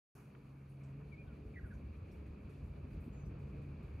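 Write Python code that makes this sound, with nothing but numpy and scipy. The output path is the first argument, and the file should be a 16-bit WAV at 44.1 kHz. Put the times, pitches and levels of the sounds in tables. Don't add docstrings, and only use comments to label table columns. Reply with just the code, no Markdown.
import sys
import numpy as np
from scipy import signal
from scipy.fft import rfft, irfft
from scipy.io import wavfile
from scipy.ndimage import uniform_filter1d

SR = 44100
rng = np.random.default_rng(int(sys.argv[2]) if len(sys.argv) > 2 else 0)


def materialize(psi):
    bounded = np.clip(np.atleast_2d(psi).T, -1, 1)
    quanta = np.round(bounded * 32767).astype(np.int16)
    wavfile.write(sys.argv[1], SR, quanta)


N = 176400
TIME = np.arange(N) / SR
START_S = 0.1507


def stove_rumble():
    # f/Hz, relative level/dB
    colour = [(24, -32.5), (34, -21.5), (46, -2), (58, 0), (70, 3), (84, -0.5), (100, -6.5), (135, -13),
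              (190, -19), (380, -39)]
    # t/s, level/dB
    swell = [(.15, -66.5), (.7, -61), (1.15, -58), (1.35, -55), (1.6, -56), (2.1, -53), (2.5, -58),
             (3.05, -54), (3.35, -50.5), (4.0, -51.5)]
    # t/s, change of level/dB
    puffs = [(1.3, 4.5), (1.479, 5.5), (1.57, 4), (1.64, 9), (1.76, 8.5), (1.86, 6), (2.038, 4.5),
             (2.2, 5.5), (2.31, 9), (2.46, 6.5), (2.639, 10), (2.72, 6), (2.83, 9.5), (2.968, 11),
             (3.28, 5), (3.62, -1), (3.71, 2), (3.948, 7.5)]
    puff_width_s, smoothing_s, flutter_db = 0.037, .06, 1.5
    noise = flickering_noise(colour, flicker_db=-1.9, flicker_rate=5.7)
    power = uniform_filter1d(np.mean(noise ** 2, axis=0), int(smoothing_s * SR))
    steady = noise / np.sqrt(power)
    puff_db = sum(db * np.exp(-((TIME - s) / puff_width_s) ** 2) for s, db in puffs)
    return from_db(over_time(swell)[0] + puff_db + flutter_db * drift(4.2)) * steady


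def far_engine():
    # t/s, firing rate/Hz, level/dB
    running = [(.15, 68, -62), (.5, 68.2, -56.5), (.75, 68.6, -53), (.9, 68.14, -47.5), (1.02, 71.3, -52.5),
               (1.45, 71.2, -56.5), (2.0, 70, -61.5), (2.35, 69.35, -73.5), (2.55, 70, -55.5),
               (3.1, 70, -56.5), (3.57, 70.3, -49.5), (4.0, 70, -60.5)]
    # multiple of the firing rate, relative level/dB
    tones = [(2, -1), (3, -15.5), (4, -21)]
    # t/s, level/dB
    whine_level = [(.15, -74.5), (.8, -79), (1.02, -66), (1.25, -78.5), (1.47, -63), (1.7, -87.5),
                   (2.25, -69), (2.7, -83), (4.0, -74)]
    speed_jitter, waver_db, whine_multiple = 0.0059, 0.07, 6
    firing_hz, db = over_time(running)
    phase = 2 * np.pi * np.cumsum(firing_hz * (1 + speed_jitter * drift(8.1))) / SR
    drone = sum(from_db(db + tone_db + waver_db * drift(4.9)) * np.sin(round(multiple) * phase)
                for multiple, tone_db in tones)
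    whine = from_db(over_time(whine_level)[0]) * np.sin(whine_multiple * phase)
    return np.sqrt(2) * (drone + whine)


def birds():
    # t/s, length/s, start f/Hz, middle f/Hz, end f/Hz, level/dB, roughness (0 to 1),
    # left minus right level/dB
    notes = [(1.116, 0.045, 2430, 2237, 2250, -62.5, 0.05, 7),
             (1.168, 0.065, 2270, 2428, 2340, -65, 0.12, -1), (1.265, 0.067, 3300, 2950, 2800, -82, 0.8, 1),
             (1.26, .078, 1490, 1460, 1330, -74, .12, 0), (1.535, 0.022, 2400, 2306, 2150, -64, .37, 2),
             (1.553, .042, 2064, 1972, 1830, -57, 0.39, -2),
             (1.584, 0.024, 1840, 1520, 1310, -62.5, .5, -4),
             (1.632, 0.0454, 1662, 1555, 1370, -65, 0.55, -5),
             (1.701, 0.042, 1680, 1570, 1320, -63.5, 0.5, -4),
             (3.122, .12, 6850, 6650, 6250, -81.5, .36, 1),
             (3.244, 0.045, 6350, 5870, 5550, -83.5, 0.7, -1)]
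    rasp_depth, fade_s, left_lag_s = .12, 0.016, .00005
    out = np.zeros((2, N))
    wobble = drift(260)
    sides = np.array([[.5], [-.5]])
    for start, length, first, middle, last, db, roughness, pan_db in notes:
        on = (TIME >= start) & (TIME < start + length)
        age = TIME[on] - start
        bend = np.polyfit([0, .5, 1], [first, middle, last], 2)
        hz = np.polyval(bend, age / length) * (1 + rasp_depth * roughness * wobble[on])
        fade = np.sin(np.pi / 2 * np.clip(np.minimum(age, length - age) / fade_s, 0, 1))
        cycles = np.cumsum(hz) / SR - sides * left_lag_s * hz
        out[:, on] += np.sqrt(2) * from_db(db + sides * pan_db) * fade * np.sin(2 * np.pi * cycles)
    return out


def trunk_echoes(sound, level_db=-10.5, die_away_s=0.48):
    bounces = rng.standard_normal((2, SR)) * (rng.random((2, SR)) < .02)
    echoes = bounces * from_db(-60 * TIME[:SR] / die_away_s)
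    sides = [signal.fftconvolve(sound, side / np.linalg.norm(side))[:N] for side in echoes]
    return from_db(level_db) * np.array(sides)


def thump(at_s=3.081, hz=225, level_db=-36.5, width_s=.0036):
    age = TIME - at_s
    return from_db(level_db) * np.exp(-(age / width_s) ** 2) * np.sin(2 * np.pi * hz * age)


def ticks():
    # t/s, level/dB, decay/s, lowest f/Hz, highest f/Hz
    bursts = [(.152, -66.5, .08, 650, 1510), (.349, -55.5, .0042, 750, 2400),
              (0.689, -82.5, .04, 8440, 11800), (.76, -70, .2, 450, 744), (.832, -78, 0.032, 3200, 9000),
              (1.648, -84.5, 0.089, 8450, 11900), (1.735, -81.5, .028, 5640, 7200),
              (2.113, -81, 0.043, 7040, 14600), (2.258, -71, .022, 1000, 2480),
              (2.26, -85, .03, 5500, 14000), (2.49, -81.5, .058, 4960, 12800),
              (2.63, -87, 0.094, 5500, 14000), (2.905, -65.5, .013, 900, 2600),
              (2.905, -87, 0.018, 5500, 14100), (3.0, -82, .05, 8000, 15100),
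              (3.035, -81.5, 0.044, 7500, 14000), (3.255, -83.5, 0.034, 6000, 13000),
              (3.385, -87, .05, 5500, 13000), (3.615, -83.5, .03, 4500, 12600),
              (3.825, -83, 0.026, 5500, 14000)]
    out = 0
    for start, db, decay, low, high in bursts:
        noise = rng.standard_normal(N) + .5 * rng.standard_normal((2, N))
        out = out + from_db(db) * burst_shape(start, decay) * unit_power(band(noise, low, high, order=4))
    return out


def firewood_snap(at_s=2.113, hz=5470, spread_hz=300, level_db=-79, decay_s=0.015):
    ring = unit_power(band(rng.standard_normal(N), hz - spread_hz, hz + spread_hz))
    return from_db(level_db) * burst_shape(at_s, decay_s) * ring


def fire_crackle(snaps_per_s=12):
    sizes = from_db(-74 + 2.2 * np.minimum(rng.exponential(1, N), 3))
    clicks = sizes * (rng.random(N) < snaps_per_s / SR)
    return band(clicks + 1e-18, 3300, 12000)


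def far_traffic():
    # f/Hz, relative level/dB
    colour = [(60, -17.5), (110, 2), (165, 1.5), (212, 1), (240, -3), (290, -2), (345, -7.5), (420, -8),
              (540, -13), (680, -19), (1400, -47.5)]
    # t/s, level/dB
    level = [(.15, -61), (.7, -61.5), (1.2, -55), (1.9, -56), (2.2, -53.5), (2.7, -55.5), (3.15, -53),
             (3.5, -54), (4.0, -55)]
    return from_db(over_time(level)[0]) * flickering_noise(colour, flicker_db=1.5, flicker_rate=8)


def air_in_pines():
    # f/Hz, relative level/dB
    colour = [(400, -4), (750, 0.5), (1200, 2), (1550, -4), (2050, -8), (2300, 0.5), (2520, 0), (2750, -7),
              (3100, -14), (3700, -17), (4650, -14.5), (5200, -25.5), (7000, -28.5)]
    # t/s, level/dB
    level = [(.15, -70.5), (.6, -72.5), (1.4, -70.5), (2.4, -69), (3.2, -68.5), (4.0, -67.5)]
    return from_db(over_time(level)[0]) * flickering_noise(colour, flicker_db=1.5, flicker_rate=13)


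def thin_hiss(opening_db=-75, opening_decay_s=0.066, waver_db=1.7):
    # f/Hz, relative level/dB
    colour = [(3500, -9), (5300, -1.5), (6300, 2.5), (7500, -3), (9300, -2), (10800, 4), (12000, 1),
              (13000, -3), (15500, -5.5)]
    # t/s, level/dB
    level = [(.15, -91.5), (1.4, -89.5), (2.5, -91), (4.0, -90)]
    opening = from_db(opening_db) * np.exp(-np.maximum(TIME - START_S, 0) / opening_decay_s)
    settled = from_db(over_time(level)[0] + waver_db * drift(9))
    return (opening + settled) * flickering_noise(colour, flicker_db=.7, flicker_rate=12)


def flickering_noise(colour, flicker_db, flicker_rate):
    # f/Hz, likeness (-1 opposite, 1 the same)
    likeness = [(50, .99996), (90, .9997), (140, .998), (210, .984), (320, .89), (490, .58), (740, .08),
                (1130, .33), (1710, .75), (2600, .78), (4000, .3), (8000, .74), (12000, .5)]
    hz = np.maximum(np.arange(N // 2 + 1) * SR / N, 1)
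    octaves_outside = np.abs(np.log2(hz / np.clip(hz, colour[0][0], colour[-1][0])))
    gain = from_db(over_pitch(colour, hz) - 30 * octaves_outside)
    alike = np.clip(over_pitch(likeness, hz), -1, 1)
    middle, side = rfft(rng.standard_normal((2, N)))
    spectrum = gain * (np.sqrt(1 + alike) * middle + np.sqrt(1 - alike) * side * [[1], [-1]])
    out = 0
    for octave in range(4, 15):
        share = np.maximum(1 - np.abs(np.log2(hz) - octave), 0)
        out = out + irfft(spectrum * share, N) * from_db(flicker_db * drift(flicker_rate))
    return unit_power(out)


def drift(rate_hz):
    step, warm_up = 20, 2000
    memory = np.exp(-2 * np.pi * step * rate_hz / SR)
    noise = rng.standard_normal(N // step + warm_up + 2)
    smooth = signal.lfilter([1], [1, -2 * memory, memory * memory], noise)[warm_up:]
    return np.interp(np.arange(N) / step, np.arange(len(smooth)), unit_power(smooth))


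def burst_shape(start_s, decay_s, rise_share=.16):
    age = np.maximum(TIME - start_s, 0)
    return np.minimum(age / (rise_share * decay_s), 1) * np.exp(-age / decay_s)


def band(sound, low_hz, high_hz, order=2):
    edges = [low_hz, min(high_hz, .45 * SR)]
    return signal.sosfilt(signal.butter(order, edges, "band", fs=SR, output="sos"), sound)


def over_time(rows):
    times, *columns = np.transpose(rows)
    return [np.interp(TIME, times, column) for column in columns]


def over_pitch(rows, hz):
    table_hz, values = np.transpose(rows)
    return np.interp(np.log(hz), np.log(table_hz), values)


def from_db(db):
    return 10 ** (np.asarray(db) / 20)


def unit_power(sound):
    return sound / np.sqrt(np.mean(sound ** 2) + 1e-20)


def scene():
    song = birds()
    lasting = stove_rumble() + far_traffic() + air_in_pines() + thin_hiss() + far_engine()
    echoes = trunk_echoes(song.mean(axis=0))
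    return lasting + song + echoes + ticks() + firewood_snap() + thump() + fire_crackle()


def record(dry):
    fade_in_s, cutoff_hz = 0.00098, 15700
    fade_in = np.clip((TIME - START_S) / fade_in_s, 0, 1)
    low_pass = signal.ellip(10, .2, 70, cutoff_hz, fs=SR, output="sos")
    return signal.sosfilt(low_pass, dry * fade_in)


dry = scene()
out = record(dry)
materialize(out)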